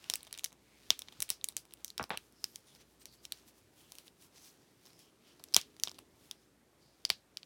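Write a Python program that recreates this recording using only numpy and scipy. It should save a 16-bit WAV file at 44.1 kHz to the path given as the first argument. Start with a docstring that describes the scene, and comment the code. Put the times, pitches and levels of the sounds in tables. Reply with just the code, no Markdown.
"""In a small soft room, two hands work a stiff joint of a plastic toy figure close to a microphone.
The joint snaps and ticks, each slip ringing the modes of the plastic; fingers rub and scrape over it,
their fine random slips driving the same kind of modes, heavily damped or singing in one part.
A low handling bump and a few duller knocks farther off ring a second set of modes.
Underneath lie steady air noise, a low rumble that swells and fades, and a faint hum."""
import sys
import numpy as np
from scipy import signal
from scipy.io import wavfile
from scipy.ndimage import uniform_filter1d

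SR = 44100
rng = np.random.default_rng(int(sys.argv[2]) if len(sys.argv) > 2 else 0)


def file_out(sig):
    """Save sig as 16-bit WAV at sys.argv[1]."""
    # one column per channel
    cols = np.atleast_2d(sig).T
    # limit, then scale
    lim = np.clip(cols, -1, 1)
    pcm = np.round(lim * 32767).astype(np.int16)
    wavfile.write(sys.argv[1], SR, pcm)


N = 328545  # samples

# All levels stand ahead of the peak rounding and bass cut in record(); t60 is the time to decay by 60 dB.

# Shape of the air noise spectrum. Each row: frequency in Hz, relative level in dB.
AIR_SPECTRUM = [(18, -34.5), (30, -11), (70, 2), (118, 5.5), (298, 2.5), (1310, -8.5), (4900, -18),
                (6900, -18.5), (9230, -18), (14800, -24.5), (16500, -44)]
AIR_DB = -69.5  # rms
# Low rumble that swells and fades. Each row: time in seconds, rms level in dB.
MURMUR_LEVELS = [(0.0, -76), (4.941, -74.5), (6.02, -67.5), (6.47, -79.5), (7.45, -79.5)]
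MURMUR_HZ, MURMUR_WIDTH_HZ = 332, 162
# Hum that comes and goes. Each row: time in seconds, rms level in dB.
HUM_LEVELS = [(0, -76), (2.4, -77.5), (2.55, -87.5), (2.75, -77), (3.4, -75), (3.6, -81.5), (5.2, -86.5),
              (5.8, -82.5), (7.2, -80.5), (7.45, -88)]
HUM_HZ = 58.5

# Modes of the figure in five groups, low to high. Each row: frequency in Hz, t60 in seconds of the
# freely ringing figure, relative level in dB.
THUMP_MODES = [(90, 0.039, -13), (169, 0.051, -17), (413, 0.019, -13), (693, 0.0067, 6), (998, 0.0053, 8)]
DULL_MODES = [(1970, 0.0029, -2.5), (2380, 0.0067, -7), (3100, 0.0055, -3), (3864, 0.0029, 6)]
HARD_MODES = [(4823, 0.0035, -0.5), (5775, 0.004, -0.6), (6870, 0.0025, -3)]
BRIGHT_MODES = [(8030, 0.0048, 0.028), (9000, 0.0049, 0.005), (9794, 0.0055, 0.016), (10440, .004, 0.016)]
TOP_MODES = [(11700, .003, 1), (12900, .003, 1), (14200, .003, 0), (15500, .003, -1)]
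TOP_DB = -1  # top modes against the treble, in snaps

# Resting grip of the fingers. Each row: time in seconds, level of the hard modes in dB.
GRIP_LEVELS = [(0, -130), (.5, -88), (.6, -86), (1.1, -80.5), (1.65, -83), (2.0, -83), (2.6, -83.5),
               (3.65, -81), (4.1, -85.5), (4.7, -79), (5.17, -84.5), (5.5, -76.5), (6.06, -82), (6.7, -87),
               (7.0, -79.5), (7.3, -85), (7.45, -81.5)]
GRIP_DULL_DB, GRIP_BRIGHT_DB = 2, -1.2  # against the hard modes
# Finger strokes over the plastic. Each row: middle in seconds, half length in seconds, level of the
# hard modes at the middle in dB, then against it: duller modes in dB, brighter modes in dB.
FINGER_STROKES = [(0.106, 0.29, -69, 7, -1), (0.364, 0.064, -75, 8, -9), (0.878, 0.33, -71, 2.5, -1.5),
                  (1.204, 0.28, -71.5, 4, -6), (1.71, .03, -75, -3.5, -7), (1.803, 0.08, -75.5, 3, -1),
                  (2.24, 0.14, -75, -4.5, 0.5), (2.463, 0.11, -66.5, -10.5, -1.5),
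                  (2.562, 0.071, -67, -10.5, -1), (2.694, 0.094, -68.5, -4, -6.5), (2.76, .04, -73, 4, 3),
                  (2.92, 0.099, -78, -3.5, 2.5), (2.813, 0.024, -66.5, 3.5, -3), (3.02, 0.026, -65, -4, -5),
                  (3.141, 0.047, -67.5, -4, -0.5), (3.249, 0.029, -62.5, -12.5, -1.5),
                  (3.375, 0.11, -68, -2, -4), (3.486, 0.03, -64.5, -4, 1), (3.582, 0.062, -72.5, -6, 1),
                  (3.8, 0.082, -69, -1, 1.5), (3.957, 0.17, -69.5, -1, 2), (4.071, 0.024, -64.5, -2, 0),
                  (4.235, 0.058, -64.5, -4.5, 0.5), (4.374, 0.047, -61, -6, -7),
                  (4.46, 0.094, -62, -5.5, -0.5), (4.63, 0.049, -76, -6, -7), (4.877, 0.1, -71, 1.5, -0.5),
                  (5.02, 0.11, -69.5, -14, -4), (5.289, 0.098, -73.5, 7, -2.7),
                  (5.497, .09, -72.5, -6, -10), (5.66, 0.076, -77, 1.5, -7.5),
                  (7.17, 0.1, -78, -11.5, -8.5), (5.868, 0.089, -67.5, -12, 1), (6.25, .14, -72, 1, 1.5),
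                  (6.423, 0.076, -77, -6, -4.5), (6.833, 0.075, -75, -7, -6.5)]
STROKE_FALL_DB = 16  # how far a stroke has faded half a length from its middle
SLIPS_PER_S, SLIP_SPREAD_DB = 14000, 3  # mean rate, scale of the exponential spread

# Snaps of the joint. Each row: start in seconds, peak in dB, pitch in Hz of the part that lets go, then
# against that part: thump, dull, hard and treble modes in dB; last, the room in dB before ROOM_DB is
# added, less when the hands cup the figure.
JOINT_SNAPS = [(0.042, -38.5, 2740, -19, -10, -6, -20, 7),
               (0.0994, -14.5, 5540, -22.5, -6.5, -4.5, -11, -2),
               (0.1377, -13.5, 5540, -23, -8, -7, -13, -2.5), (0.1563, -17.5, 2660, -36, -11, -3, 2, -6),
               (0.2309, -31.5, 3650, -21, 1, -11, 5.5, -3), (0.2498, -42.5, 3660, -15, -3, -2.5, -11, 5),
               (0.2689, -38.5, 3750, -7.5, -11, -3, -16, -6), (0.3277, -26, 3720, -33, 5.5, 8, 5.5, -1),
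               (0.341, -32, 3850, -22, -3, -1, -19, -13), (0.3498, -38, 3810, -20, 2, -1.5, -26, 6),
               (0.3765, -32, 4080, -28, 4, 0, -3, -9), (0.3876, -32, 6650, -41, -12, -12, -17, 0),
               (0.3937, -28, 3350, -39, -1, -3, -8, -4), (0.436, -40, 6460, -8, 0, -9, -11, 0),
               (0.4432, -14.5, 7000, -49, -1, 4.5, 1, -9), (0.447, -19, 6200, -49, -11, -4, -10.5, 0),
               (0.4601, -29.5, 4150, -26, 5, 1, -3, -13), (0.5212, -47, 2260, -5, -8, -13, -13, 7),
               (0.5282, -41.5, 6350, -8.5, -7, -9, -9, -9), (0.9046, -4, 3530, -23, -20, -5.5, -22, -5.5),
               (0.992, -24.5, 5840, -34, -10, -13, -8.5, -0.5),
               (1.0197, -28, 3590, -22, -18, -3.5, -18, -9), (1.0849, -33, 3600, -18, -1, -8, -39, -15),
               (1.1239, -42.5, 3600, -12, 0, -6, -17, 8), (1.204, -18.5, 6050, -45, -6, -7, -4, 1),
               (1.222, -15.5, 5680, -24, -7.5, -4, -9, -1.5), (1.2255, -16.5, 2740, -28, -0.5, -9, 5.5, -9),
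               (1.282, -47, 3750, -18, 5, -16, -14, -9), (1.2915, -25.5, 2700, -27, -2, -7, -2, -2),
               (1.2963, -32.5, 3460, -15, 1, -9, -3, -13), (1.3027, -12, 5470, -24, -8.5, -4, -9, -0.5),
               (1.4126, -40, 3750, -29, -27, -25, -31, -3), (1.4426, -16, 6840, -49, -9, -4.5, -4, -5.5),
               (1.4516, -50, 6520, -19, -1.5, -5, -6, 5), (1.4871, -20, 4000, -41, -5, 2, 0, -2.5),
               (1.5671, -17, 6540, -47, -3.5, 7.5, 2.5, 0.5), (1.5748, -36.5, 4880, -19, -4, -16, -20, 6),
               (1.58, -37.5, 5060, -20, -8, -1, -20, 0), (1.653, -47, 2430, -5, -4, -2.5, -3, 0),
               (1.7374, -32, 2680, -29.5, -6, -4, 0.5, -7.5), (1.846, -22.5, 6100, -38, -13.5, -5, -7, -2),
               (1.88, -34.5, 5930, -40, -13.5, -4, -14, 3.5), (1.9029, -32, 4130, -36.5, -19, -7, -14, -3),
               (1.9794, -23, 5400, -41, -6, -7, -17, -1.5), (2.0281, -32, 5570, -18, -15, -5, -7, -1),
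               (2.0398, -26.5, 5250, -4, -2.5, -9, -13, 0), (2.0945, -42.5, 4050, 6, -12, -8, 5, 10),
               (2.174, -23, 2860, -18, -1.5, -4, -11, -4), (2.324, -50, 5340, -9.5, -9, -7, 0.5, 0),
               (2.442, -18, 5200, -48, -9, -14, -15, -8), (2.5585, -26.5, 5000, -27.5, 5.5, 14, 2, -9),
               (2.7502, -43, 4840, -9.5, -5, -4, -17, 10), (3.0558, -33, 5860, -23, -5.5, 0.5, -8, 2),
               (3.2524, -26, 5250, -23.5, -4, -0.5, -12.5, -7),
               (3.322, -20.5, 4450, -49, -10.5, -5.5, -16, -4.5), (3.9207, -32, 5000, -11, -4, 4, -2.5, -9),
               (3.9532, -40.5, 6200, -19, -5, -7, -5, -8), (3.9847, -35, 3980, -20, -4, -5, -9, 2),
               (4.0803, -40.5, 3700, -14, -2, -6, -13, -3), (4.8622, -43.5, 5400, -26, -16, -13, -11, -4),
               (4.992, -44.5, 5430, -25, -10, -5.5, -9, 14), (5.4, -48.5, 4210, 12, -10, -9, -22, 4),
               (5.4393, -29, 6030, -37, 1, 0.5, 0, -6), (5.5397, -19.5, 5200, -41, -11, -23, -18, 6.5),
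               (5.5448, -5, 5050, -51, -17, -4, -15.5, -9), (5.5646, 1, 3460, -17, -6, -3, -14, -3),
               (5.614, -28.5, 2950, -31, -8, 2, -13, 1), (5.7988, -33, 6070, -31, -5, -11, -12, -1.5),
               (5.836, -8.5, 5570, -30, -8, 10, -6.5, -4.5), (5.8533, -35, 5710, -33, -14, -7, -11, -2),
               (5.874, -23, 3630, -10.5, -11.5, -12, -32, 0.5), (5.8824, -33, 3200, -34, -20, -5, -21, -10),
               (5.8947, -31.5, 5500, -32, -17, 0, -25, -8), (5.9151, -33, 4910, -5, -4, -1, -12, -6),
               (5.945, -44, 3980, -21, -9, -4, -16, 16.5), (5.9853, -39, 4560, -9.5, -1.5, -5, -14, -3),
               (5.9891, -34.5, 2900, -6.5, -10, -3, -10.5, 2.5),
               (6.3119, -24.5, 3520, -31, -27, -2, -14.5, -5.5),
               (7.0514, -14, 4804, -46, -11.5, -5.5, -22, -8), (7.0931, -36, 3200, -15, -11, 1, -8, 7),
               (7.1019, -6.5, 4430, -19.5, -6.5, -11.5, -19.5, -3),
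               (7.3715, -22, 4740, -26, 0, 1.5, -11.5, -4), (7.431, -35, 4600, -17, -3.5, -5.5, -31, -6)]
PART_T60 = 0.0051  # seconds
# Runs of faint ticks while the joint creeps. Each row: start in seconds, end in seconds,
# mean peak in dB, central pitch in Hz.
CREEP_RUNS = [(0.205, 0.318, -45, 3730), (0.356, 0.531, -46, 3360), (0.991, 1.129, -48, 3500),
              (1.461, 1.531, -47, 3540), (1.702, 1.791, -50, 3540), (4.838, 5.0, -47, 5340),
              (5.357, 5.448, -51, 4400), (5.451, 5.536, -49, 5370), (5.733, 5.955, -50.5, 4140)]
TICKS_PER_RUN = 4
TICK_SPREAD_DB, TICK_SCATTER = 9, 0.18  # full range of strengths; share of the pitch, either way
# One row shared by all ticks, as in the last columns of the snaps: thump, dull, hard, treble, room, in dB.
TICK_BALANCE = (-12, -6, -7.5, -15, -1.5)

# Single reflections. Each row: delay in seconds, level in dB.
REFLECTIONS = [(.0022, -20), (.0047, -25.5), (.009, -28.5), (0.0098, -33)]
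# Reverberation time by band. Each row: frequency in Hz, t60 in seconds.
ROOM_DECAY = [(150, 0.087), (600, 0.07), (2000, 0.13), (4500, .16), (9000, .13), (15000, 0.12)]
# Shape of the reverberant spectrum. Each row: frequency in Hz, relative level in dB.
ROOM_SPECTRUM = [(150, -4), (600, 9), (2000, -0.7), (4500, -4), (9000, -4), (15000, -3.5)]
ROOM_DB = -4.5  # added to the room column of every snap and tick

# Scrapes that sing in one part of the figure. Each row: start in seconds, end in seconds,
# frequency in Hz, rms level before the fades in dB.
SINGING_SCRAPES = [(0.651, 0.805, 2300, -74), (2.316, 2.618, 5270, -75), (2.47, 2.57, 12000, -73),
                   (2.653, 2.76, 9600, -73), (2.661, 2.76, 3500, -73.5), (2.78, 2.831, 5860, -71),
                   (2.995, 3.04, 13600, -73.5), (2.993, 3.04, 8500, -68.5), (3.069, 3.158, 4550, -67),
                   (3.16, 3.245, 4660, -77), (3.747, 3.91, 3120, -73), (4.343, 4.524, 5830, -68.5),
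                   (4.826, 5.105, 5230, -75.5), (4.97, 5.118, 3060, -74), (5.227, 5.367, 3040, -75),
                   (5.243, 5.357, 5500, -79), (6.332, 6.45, 4940, -79.5), (6.789, 6.979, 4700, -76)]
SCRAPE_T60 = .004  # seconds

# Dull knocks and one low bump, the first row. Each row: start in seconds, peak in dB, hardness as the
# frequency in Hz above which the blow fades, weight on the deepest modes in dB, room in dB.
BUMP_AND_KNOCKS = [(1.189, -55, 148.2, 23, 3.5), (1.9967, -22, 1410, -14, 2), (2.011, -28, 1320, 16, 3),
                   (2.1049, -19.5, 3040, -14, 4.5), (2.133, -35.5, 3470, -6, 12.5)]
# Modes rung by the bump and the knocks. Each row: frequency in Hz, t60 in seconds, level in dB before
# the softness and weight of the blow.
KNOCKED_MODES = [(88.5, 0.066, -13), (131, 0.12, -20), (240, 0.053, -5), (492, 0.071, -8),
                 (845, 0.015, 7.5), (1092, 0.0054, 21), (1530, 0.013, 7), (2440, 0.0037, 20.5),
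                 (3430, 0.01, 8), (4050, 0.0025, 17)]

CEILING = .88  # amplitude that the rounded peaks approach
LOW_CUT_HZ, EDGE_HZ = 56.6, 16800  # bass cut, upper band limit


def gain_of(db):
    """A level in decibels is twenty times the logarithm of this amplitude factor."""
    return 10 ** (np.asarray(db) / 20)


def evened(x):
    """Division by the root mean square gives a signal unit power."""
    return x / np.sqrt(np.mean(x ** 2) + 1e-20)


def read(points, hz):
    """A spectral curve is interpolated linearly along a logarithmic frequency axis."""
    f, value = np.transpose(points)
    return np.interp(np.log(hz + 1), np.log(f + 1), value)


def add(mix, s, sound):
    """Superposition: pressures add, here from time s on."""
    part = mix[round(s * SR):][:len(sound)]
    part += sound[:len(part)]


def level_over_time(points):
    """A level in dB moves linearly between tabulated times; its amplitude factor is returned."""
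    return gain_of(np.interp(np.arange(N) / SR, *np.transpose(points)))


def air():
    """Stationary noise: random complex spectra under a fixed curve, with slightly drifting patches."""
    frames, hz = N // 256 + 5, np.fft.rfftfreq(1024, 1 / SR)
    real, imaginary, patches = rng.standard_normal((frames, 513, 3)).T
    patches = uniform_filter1d(patches, size=10, axis=0)  # smooth over frequency
    patches = evened(uniform_filter1d(patches, size=14, axis=1))  # smooth over time
    curve_db = read(AIR_SPECTRUM, hz)[:, None] + 1.3 * patches
    spectra = (real + 1j * imaginary) * gain_of(curve_db)
    noise = signal.istft(spectra, nperseg=1024, noverlap=768)[1][:N]
    return gain_of(AIR_DB) * evened(noise)


def murmur():
    """Band-pass filtering of white noise leaves a low rumble, whose level swells and fades."""
    edges = [MURMUR_HZ - MURMUR_WIDTH_HZ / 2, MURMUR_HZ + MURMUR_WIDTH_HZ / 2]
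    band = signal.butter(2, edges, "band", fs=SR, output="sos")
    rumble = evened(signal.sosfilt(band, rng.standard_normal(N)))
    return rumble * level_over_time(MURMUR_LEVELS)


def hum():
    """Amplitude modulation: a single low sinusoid comes and goes."""
    t = np.arange(N) / SR
    return np.sqrt(2) * level_over_time(HUM_LEVELS) * np.sin(2 * np.pi * HUM_HZ * t)


def ring(modes, luck, rise, detune=0, uneven_db=0):
    """Modal superposition: damped sinusoids, one per row, whose pitch, strength and phase vary by contact."""
    hz, t60, db = (column[:, None] for column in np.transpose(modes))
    pitch_luck, level_luck, phase = luck[:, :len(modes), None]
    t = np.arange(2048) / SR
    build_up = 1 - np.exp(-t * hz / rise)  # rise is in cycles of the mode
    swell = build_up * np.cos(np.pi / 2 * t / t[-1])  # ends at zero
    shifted_hz = hz * (1 + detune * (pitch_luck - .5))
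    tone = np.sin(2 * np.pi * (shifted_hz * t + phase * (hz > 1400)))  # low modes all start at phase zero
    level_db = db + uneven_db * (level_luck - .5) - 60 * t / t60
    return gain_of(level_db) * swell * tone


def pressure():
    """Powers of grip and strokes add; returned are the amplitudes driving dull, hard and bright modes."""
    t = np.arange(0, N, 32) / SR
    grip_balance_db = np.array([[GRIP_DULL_DB], [0], [GRIP_BRIGHT_DB]])
    power = gain_of(np.interp(t, *np.transpose(GRIP_LEVELS)) + grip_balance_db) ** 2
    for middle, half, db, dull_db, bright_db in FINGER_STROKES:
        fall_db = STROKE_FALL_DB * np.abs((t - middle) / half) ** 1.2
        balance_db = np.array([[dull_db], [0], [bright_db]])
        power = power + gain_of(db - fall_db + balance_db) ** 2
    return [np.interp(np.arange(N) / SR, t, np.sqrt(row)) for row in power]


def rubbing():
    """Frictional excitation: thousands of tiny skin slips a second shake the hand-damped figure."""
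    out = np.zeros(N)
    strengths = gain_of(SLIP_SPREAD_DB * np.minimum(rng.exponential(1, N), 5))
    slips = strengths * (rng.random(N) < SLIPS_PER_S / SR)
    groups = DULL_MODES, HARD_MODES, BRIGHT_MODES + TOP_MODES
    for group, level in zip(groups, pressure()):
        damped_modes = [(f, 0.16 * t60, db) for f, t60, db in group]  # the hand shortens the decay
        damped = ring(damped_modes, np.zeros((3, 8)), rise=1.0)[:, :256]
        shaken = np.zeros(N)
        for mode, (_, _, db) in zip(damped, group):
            force = slips * rng.standard_normal(N)  # slips at many points: random forces for every mode
            shaken += signal.oaconvolve(force, evened(mode))[:N] * gain_of(db)
        out += level * evened(shaken)
    return out


def power_sum(rows):
    """Minimum phase: one causal pulse whose power spectrum is the sum of those of the rows."""
    log_gain = np.log(np.sum(np.abs(np.fft.fft(rows)) ** 2, 0) + 1e-12) / 2
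    return np.fft.ifft(np.exp(np.conj(signal.hilbert(log_gain)))).real


def blows(events):
    """Impact excitation: every blow rings its modes into a direct signal and a signal for the room."""
    near, far = np.zeros((2, N))
    for s, db, wet_db, modes, luck, rise in events:
        sound = ring(modes, luck, rise, detune=.06, uneven_db=4.).sum(0)
        size = gain_of(db) / np.abs(sound).max()
        add(near, s, size * sound)
        # the walls get every mode from another side: blurred, the first slightly stronger, adding in power
        blurred_modes = [(f, 0.3 * t60, level) for f, t60, level in modes]
        blurred = ring(blurred_modes, luck, rise)
        blurred[0] *= gain_of(0.5)
        add(far, s, size * gain_of(wet_db) * power_sum(blurred))
    return near, far


def snaps():
    """Stick-slip release: each slip rings the part that lets go and, more or less, the whole figure."""
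    events, slips = [], JOINT_SNAPS + ticks()
    lucks = rng.random((len(slips), 3, 24))
    for (s, db, hz, thump, dull, hard, treble, wet_db), luck in zip(slips, lucks):
        lifted_groups = [(THUMP_MODES, thump), (DULL_MODES, dull), (HARD_MODES, hard),
                         (BRIGHT_MODES, treble), (TOP_MODES, treble + TOP_DB)]
        modes = [(hz, PART_T60, 0)]
        for group, lift in lifted_groups:
            modes += [(f, t60, level + lift) for f, t60, level in group]
        luck[:2, 0] = 1 / 2  # the part itself keeps its pitch and strength
        events.append((s, db, wet_db + ROOM_DB, modes, luck, .8))
    return blows(events)


def ticks():
    """Creep: weak slips at random moments of each run, as rows like those of the snaps."""
    rows = []
    lucks = rng.random((len(CREEP_RUNS), TICKS_PER_RUN, 3))
    for (start, end, db, hz), run in zip(CREEP_RUNS, lucks):
        for when, size, tone in run:
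            moment = start + (end - start) * when
            peak_db = db + TICK_SPREAD_DB * (size - .5)
            pitch_hz = hz * (1 + TICK_SCATTER * (2 * tone - 1))
            rows.append((moment, peak_db, pitch_hz, *TICK_BALANCE))
    return rows


def echoes(x):
    """Specular reflection: delayed, weaker copies from the sheet, the hands and the nearest wall."""
    out = np.zeros(N)
    for delay, db in REFLECTIONS:
        add(out, delay, gain_of(db) * x)
    return out


def room(x):
    """Reverberation: sparse taps of random sign die away at a rate set by frequency."""
    size, out, t = SR // 3, np.zeros(N), np.arange(N) / SR
    for k in range(3):  # three tails in turn keep like hits from sounding alike
        taps = np.zeros(size)
        at = np.arange(90, size - 10, 10)
        taps[at + rng.integers(0, 10, len(at))] = rng.choice([-1., 1.], len(at))
        taps[:330] *= gain_of(-4.0)  # weaker until the walls answer
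        hz, lag, z = signal.stft(taps, SR, nperseg=128)
        decay_db = 60 * lag / read(ROOM_DECAY, hz)[:, None]
        z *= gain_of(read(ROOM_SPECTRUM, hz)[:, None] - decay_db)
        tail = signal.istft(z, SR, nperseg=128)[1]
        turn = np.sqrt(2 / 3) * np.cos(2 * np.pi * (3.1 * t + k / 3))  # squares of the three sum to one
        out += signal.fftconvolve(x * turn, tail / np.linalg.norm(tail))[:N]
    return out


def scrapes():
    """Resonance under friction: a dragged fingertip or edge slips finely, keeping one mode sounding."""
    out = np.zeros(N)
    for start, end, hz, db in SINGING_SCRAPES:
        size = round((end - start) * SR)
        noise = rng.standard_normal(N // 10)[:size]
        wander = evened(uniform_filter1d(rng.standard_normal(N // 10), size=500))[:size]
        slips = noise * gain_of(2.9 * wander)  # strength wanders by a few dB
        mode = ring([(hz, SCRAPE_T60, 0)], np.zeros((3, 1)), rise=1.0)[0]
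        singing = evened(signal.fftconvolve(slips, mode)[:size])
        add(out, start, gain_of(db) * singing * signal.windows.tukey(size, .4))
    return out


def bump_and_knocks():
    """Contact time: the softer a blow, the longer its contact and the more it mutes the upper modes."""
    events = []
    lucks = rng.random((len(BUMP_AND_KNOCKS), 3, 12))
    for (s, db, hard_hz, weight_db, wet_db), luck in zip(BUMP_AND_KNOCKS, lucks):
        modes = []
        for f, t60, level in KNOCKED_MODES:
            softness_db = 10 * np.log10(1 + (f / hard_hz) ** 4)
            modes.append((f, t60, level - softness_db + weight_db * (f < 200)))
        events.append((s, db, wet_db, modes, luck, .7))
    return blows(events)


def scene():
    """Superposition of direct sounds, the echoes and reverberation of the blows, and the background."""
    (snap, snap_far), (knock, knock_far) = snaps(), bump_and_knocks()
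    struck = snap + knock
    reflected = echoes(struck) + room(snap_far + knock_far)
    background = air() + murmur() + hum()
    return (struck + reflected + rubbing() + scrapes() + background)[None]


def record(dry):
    """Saturation rounds the highest peaks; a steep bass cut delays the deepest notes; a band limit follows."""
    rounded = dry / (1 + (dry / CEILING) ** 4) ** (1 / 4)
    bass_cut = signal.butter(5, LOW_CUT_HZ, "high", fs=SR, output="sos")
    cut = signal.sosfilt(bass_cut, rounded)
    band_limit = signal.firwin(255, EDGE_HZ, window=("kaiser", 9), fs=SR)
    return signal.oaconvolve(cut, band_limit[None], "same")


dry = scene()
out = record(dry)
file_out(out)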